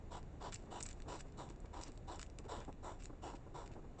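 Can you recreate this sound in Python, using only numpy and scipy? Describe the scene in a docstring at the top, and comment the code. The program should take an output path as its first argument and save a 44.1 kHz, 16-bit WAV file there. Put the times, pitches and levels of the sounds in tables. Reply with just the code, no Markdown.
"""A hedgehog huffs about three times a second, shuffling round on the gravel of a yard at night.
It is close to a small outdoor microphone. Each huff is a jet of air through the snout: a hollow rush
with a nasal hiss. Its feet thud softly, drag through the gravel and knock pebbles together.
Ground and fence give faint reflections, and a low night rumble lies behind it all."""
import sys
import numpy as np
from scipy import signal
from scipy.fft import rfft, irfft
from scipy.io import wavfile

SR = 44100
rng = np.random.default_rng(int(sys.argv[2]) if len(sys.argv) > 2 else 0)


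def inscribe(sig):
    """Save sig as 16-bit PCM at rate SR to the path in sys.argv[1].

    A 1-D sig is mono; a 2-D sig holds one channel per row.
    Samples are clipped to [-1, 1] before scaling.
    """
    pcm = np.round(np.clip(np.atleast_2d(sig).T, -1, 1) * 32767)
    wavfile.write(sys.argv[1], SR, pcm.astype(np.int16))


N = 176400

# spectrum of gravel, stone on stone: frequency_hz, relative_db
GRAVEL_SPECTRUM = [(500, -28.5), (1100, -10), (1400, -6), (1800, -4.5), (2700, 0), (4000, 0), (5800, 1),
                   (7400, 7.5), (8200, -0.5), (9000, -24)]
# resonances of the stones: centre_hz, width_hz, lift_db
STONE_RESONANCES = [(1420, 210, 4), (2720, 400, 3), (5060, 410, 1), (7400, 630, 4)]
STONE_SPREAD, TREBLE_LIMIT_HZ = 0.14, 8750


def huff(length_s, release_s, rush_db, hiss_db, tilt_db, nostril_hz, dip_hz):
    """A fluttering jet of air swells and dies away in the resonances of the snout."""
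    # spectrum of the hollow rush: frequency_hz, relative_db
    rush_spectrum = [(100, -20), (220, -9), (330, 1.5), (450, -1.5), (560, -2), (640, 0.5), (1000, -1),
                     (1130, -6), (1330, -7), (1550, -13.5), (2100, -20.5), (3000, -31), (6000, -44.5)]
    # spectrum of the nasal hiss: frequency_hz, relative_db
    hiss_spectrum = [(1200, -12), (2400, -7.5), (3000, 2.5), (4000, 0), (4700, -5), (5700, -3),
                     (6400, -6.5), (7300, -1), (8000, -5.5), (8800, -21)]
    # resonances of the snout: centre_hz, width_hz, lift_db
    snout_resonances = [(969, 92, 5), (3020, 160, 2.5), (3560, 310, 1), (5570, 400, 2.5), (7200, 1200, 3)]
    rush_rise_s, hiss_rise_s, sag_octaves_per_s = 0.011, 0.012, 1.8
    swell_db, crest_fraction, flutter_db = 7, 0.63, 1.5
    t = np.arange(2 ** 14) / SR
    snout = detuned(snout_resonances, spread=0.025)
    rush = colour(rng.standard_normal(len(t)), rush_spectrum, peaks=snout)
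    hiss = colour(rng.standard_normal(len(t)), hiss_spectrum, tilt_db, snout)
    # the nostril resonance and a hollow dip from the ground echo sink as the huff runs out
    sag = 2 ** (-sag_octaves_per_s * np.minimum(t, length_s + release_s))
    hiss = hiss + amp(-0.5) * resonate(hiss, nostril_hz * sag, width_hz=450)
    hiss = unit(hiss - 0.47 * resonate(hiss, dip_hz * sag, width_hz=1100))
    flow = np.exp(-(np.maximum(t - length_s, 0) / release_s) ** 1.34)
    push_db = -swell_db * (np.minimum(t / length_s, 1) / crest_fraction - 1) ** 2
    flutter = amp(flutter_db * band(len(t), 0, width_hz=242))
    rush *= np.minimum(t / rush_rise_s, 1) * amp(rush_db + push_db)
    hiss *= np.minimum(t / hiss_rise_s, 1) * amp(hiss_db + 0.79 * push_db)  # the hiss swells less
    return flow * flutter * (rush + hiss)


def footfall(length_s, level_db):
    """A foot presses dully and unevenly into the gravel bed."""
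    # spectrum of the thud: frequency_hz, relative_db
    thud_spectrum = [(100, -8.5), (220, -1), (330, 7), (550, -4.5), (900, -5), (1300, -12.5), (1900, -26.5),
                     (4000, -40.5)]
    attack_s, lumps_db = 0.0041, 2
    t = np.arange(2 ** 12) / SR
    weight = np.minimum(t / attack_s, 1) * np.exp(-2 * (t / length_s) ** 3)
    lumps = unit(amp(lumps_db * band(len(t), 0, width_hz=160)))
    return amp(level_db) * weight * lumps * colour(rng.standard_normal(len(t)), thud_spectrum)


def scuff(length_s, level_db, tilt_db):
    """A dragged foot sets off many tiny slips of stone on stone over a fine grinding."""
    size, slips_per_s, slip_spread_db = 2 ** 13, 830, 4
    t = np.arange(size) / SR
    slips = rng.standard_normal(size) * amp(slip_spread_db * np.minimum(rng.exponential(1, size), 3))
    slips *= rng.random(size) < slips_per_s / SR
    grinding = 0.64 * rng.standard_normal(size)
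    stones = detuned(STONE_RESONANCES, STONE_SPREAD)
    grit = colour(unit(slips) + grinding, GRAVEL_SPECTRUM, tilt_db, stones)
    drag = abs(np.sin(np.pi * np.minimum(t / length_s, 1) ** 0.67))  # a rounded stroke, peaking early
    return amp(level_db) * drag * grit


def pebble_knock(level_db, tilt_db):
    """A pebble ticks, rings for an instant and settles."""
    size, lead = 2 ** 11, 2 ** 6
    ring_t60_s, settle_t60_s, settle_db = 0.0068, 0.009, -22.5
    t = np.arange(size) / SR
    decay = amp(-60 * t / ring_t60_s) + amp(settle_db - 60 * t / settle_t60_s)
    lowpass = signal.butter(8, TREBLE_LIMIT_HZ, fs=SR, output="sos")
    ring = signal.sosfilt(lowpass, rng.standard_normal(size) * decay)
    stones = detuned(STONE_RESONANCES, STONE_SPREAD)
    tick = colour(np.roll(ring, lead), GRAVEL_SPECTRUM, tilt_db, stones)[lead:]
    return amp(level_db) * tick * np.sqrt(0.001 * SR / size)  # level as if all its energy fell in 1 ms


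def yard_reflections(sound):
    """Faint, short reflections from the ground and the fence."""
    level_db, t60_s, delay_s = -13, 0.13, 0.003
    t = np.arange(SR // 3) / SR
    echoes = rng.standard_normal(len(t)) * (rng.random(len(t)) < 0.05)
    tail = echoes * amp(-60 * t / t60_s) * (t > delay_s)
    return amp(level_db) * signal.fftconvolve(sound, tail / np.linalg.norm(tail))[:N]


def night_rumble():
    """Low rumble thinning into faint hiss, easing slightly, with a wavering hum."""
    # spectrum of the night air: frequency_hz, relative_db
    rumble_spectrum = [(8, -24), (22, 1.5), (38, 0), (50, -5), (90, -11), (130, -9.5), (180, -15.5),
                       (240, -16.5), (400, -19), (500, -22.5), (750, -25.5), (1000, -32), (1500, -37),
                       (2200, -41), (3600, -46), (5200, -54), (7100, -45), (8500, -60)]
    # slow drift of the rumble: time_s, level_db
    rumble_levels = [(0, -52), (1.3, -52), (2.3, -53), (2.8, -53.5), (4, -52.5)]
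    # narrow bands of hum: pitch_hz, width_hz, level_db
    hum_bands = [(75.16, 4.5, -63.5), (103.3, 11, -67)]
    hum = sum(amp(level_db) * band(N, hz, width_hz) for hz, width_hz, level_db in hum_bands)
    level = amp(np.interp(np.arange(N) / SR, *np.transpose(rumble_levels)))
    return level * colour(rng.standard_normal(N), rumble_spectrum) + hum


def amp(db):
    """Decibels to gain."""
    return 10 ** (np.asarray(db) / 20)


def unit(x):
    """Scales to rms 1."""
    return x / np.sqrt(np.mean(x ** 2) + 1e-20)


def add(mix, start_s, sound):
    """Mixes a sound in at a time."""
    part = mix[max(round(start_s * SR), 0):][:len(sound)]
    part += sound[:len(part)]


def colour(x, spectrum, tilt_db=0, peaks=()):
    """Shapes a sound by a spectrum, a tilt per octave and resonances; rms 1."""
    hz = np.fft.rfftfreq(len(x), 1 / SR) + 1
    points_hz, points_db = np.transpose(spectrum)
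    db = np.interp(np.log(hz), np.log(points_hz), points_db)
    db += tilt_db * np.log2(np.clip(hz, points_hz[0], points_hz[-1]) / points_hz[-1])
    for centre_hz, width_hz, lift_db in peaks:
        db += lift_db / (1 + (2 * (hz - centre_hz) / width_hz) ** 2)
    return unit(irfft(rfft(x) * amp(db), len(x)))


def band(size, centre_hz, width_hz):
    """Noise in one narrow band; at 0 Hz, a random wander."""
    hz = np.fft.rfftfreq(size, 1 / SR)
    bell = np.exp(-2 * ((hz - centre_hz) / width_hz) ** 2)
    return unit(irfft(rfft(rng.standard_normal(size)) * bell, size))


def resonate(x, hz, width_hz):
    """A resonance of gain 1 that follows the curve hz."""
    turn = np.exp(2j * np.pi * np.cumsum(hz) / SR)
    pole = np.exp(-np.pi * width_hz / SR)
    return 2 * (turn * signal.lfilter([1 - pole], [1, -pole], x / turn)).real


def detuned(peaks, spread):
    """Moves each resonance at random by a small fraction of its frequency."""
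    return [(hz * (1 + spread * rng.uniform(-1.2, 1)), width, db) for hz, width, db in peaks]


def scene():
    """The hedgehog's huffs and footwork close by, the yard and the night behind; mono."""
    # breaths: start_s, length_s, release_s, rush_db, hiss_db, hiss_tilt_db_per_octave, nostril_hz, dip_hz
    huffs = [(0.105, 0.079, 0.011, -51, -60.5, 0.5, 3500, 2750),
             (0.4, 0.096, 0.0093, -50, -60.5, -2.5, 5000, 2500),
             (0.703, 0.091, 0.026, -50, -59, 2.5, 3100, 5500),
             (1.073, 0.089, 0.021, -49.5, -57.5, -0.5, 2580, 3510),
             (1.366, 0.064, 0.048, -52, -63, 2.5, 4100, 5300),
             (1.726, 0.056, 0.054, -50, -63, -.5, 5100, 4900),
             (2.069, 0.077, 0.031, -51, -61.5, 3, 3950, 7160),
             (2.48, 0.076, 0.059, -47.5, -58, 2.6, 3900, 6500),
             (2.823, 0.083, .038, -49.5, -62.5, 6, 3980, 4960),
             (3.217, 0.075, 0.052, -50, -62, 0.5, 2900, 4060),
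             (3.538, 0.076, 0.037, -50.5, -64, 2.5, 3700, 3100),
             (3.980, 0.076, .03, -50.5, -60.5, 6, 4030, 5260)]
    # soft steps: start_s, length_s, level_db
    footfalls = [(0.075, 0.018, -61), (0.235, 0.018, -57), (.325, 0.05, -61.5), (0.585, 0.028, -66),
                 (0.634, 0.011, -52), (0.669, 0.064, -55.5), (.965, .02, -55), (1.058, 0.06, -54),
                 (1.249, 0.026, -58), (1.5, .035, -56.5), (1.571, 0.044, -68), (1.64, 0.019, -57),
                 (1.875, 0.033, -55), (2.18, 0.01, -61), (2.389, 0.026, -55), (2.438, 0.047, -51.5),
                 (2.573, 0.063, -56.5), (2.675, 0.035, -47), (3.002, .04, -71), (3.094, 0.023, -49.5),
                 (3.128, 0.017, -56), (3.329, 0.031, -50), (3.463, .024, -53.5), (3.70, 0.027, -59),
                 (3.753, 0.055, -52.5), (3.842, 0.028, -56.5)]
    # feet dragged through gravel: start_s, length_s, level_db, tilt_db_per_octave
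    scuffs = [(0.516, 0.039, -54, -4.5), (0.548, 0.019, -53.5, -1), (0.577, 0.1, -73, -3),
              (.803, .015, -49.5, -5), (0.831, .012, -58.5, -5), (.853, 0.019, -53.5, -6.5),
              (0.877, 0.031, -64.5, -6), (0.901, 0.021, -57, -5.5), (0.918, 0.035, -74, -2),
              (0.957, 0.066, -75, -3), (1.19, 0.027, -52.5, -3.5), (1.254, 0.063, -75, -5),
              (1.479, 0.056, -68, -6), (1.655, 0.012, -66.5, -8), (1.808, 0.049, -58, -1),
              (1.843, 0.07, -62, -6), (1.906, 0.083, -75.5, -4), (2.15, 0.032, -72, -1),
              (2.187, 0.058, -59.5, -4), (2.238, 0.052, -75, 2), (2.384, 0.019, -59, -11),
              (2.439, 0.039, -71.5, -6.5), (2.603, 0.055, -59, -16), (2.99, 0.051, -64, -5.5),
              (3.018, 0.071, -68.5, -2), (3.351, .022, -61, -5.5), (3.656, 0.023, -64, -7.5),
              (3.712, 0.043, -64.5, -9)]
    # pebbles knocking together: start_s, level_db, tilt_db_per_octave
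    knocks = [(0.2292, -60.5, -5), (0.528, -48, -6.5), (0.5292, -46.5, -9), (0.5422, -41.5, 2),
              (0.5451, -40, 2), (.5579, -46, -3), (0.8046, -45, 12), (0.827, -35.5, 16), (0.8338, -38, 25),
              (.8633, -41.5, 14), (.867, -44.5, 14), (.8888, -45, 0.5), (0.9095, -51, 3), (.9293, -51, 2),
              (1.0022, -53.5, -8), (1.021, -52, -6), (1.2067, -48.5, -7.5), (1.21, -49.5, 5),
              (1.323, -63, -1.5), (1.50, -54, 8), (1.561, -62, -8.5), (1.603, -59.5, 15),
              (1.8132, -49.5, -5), (1.8357, -41, 4), (1.881, -53.5, 4), (1.919, -57.5, -1),
              (1.9757, -55, -3.5), (2.1584, -51, 18), (2.1944, -42.5, -4), (2.1989, -51.5, -13),
              (2.2148, -47, -3), (2.2287, -41.5, -4.5), (2.264, -59, -3), (2.3, -57.5, -6),
              (2.387, -45.5, 2.5), (2.604, -53, -2), (2.65, -55, -4), (2.7272, -56, -9.5), (3.024, -55, -1),
              (3.0368, -52, 9), (3.044, -53, 1), (3.056, -45, 0.5), (3.677, -53.5, -7.5)]
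    hedgehog = np.zeros(N)
    for source, events in ((huff, huffs), (footfall, footfalls), (scuff, scuffs), (pebble_knock, knocks)):
        for start_s, *settings in events:
            add(hedgehog, start_s, source(*settings))
    return (hedgehog + yard_reflections(hedgehog) + night_rumble())[None]


def record(dry):
    """The small outdoor microphone has two narrow notches and a steep treble limit."""
    # the microphone's dead spots: centre_hz, width_hz
    notches = [(3200, 210), (6400, 330)]
    for centre_hz, width_hz in notches:
        dry = signal.lfilter(*signal.iirnotch(centre_hz, centre_hz / width_hz, SR), dry)
    lowpass = signal.firwin(201, TREBLE_LIMIT_HZ, window=("kaiser", 8), fs=SR)
    return signal.oaconvolve(dry, lowpass[None], "same")


dry = scene()
out = record(dry)
inscribe(out)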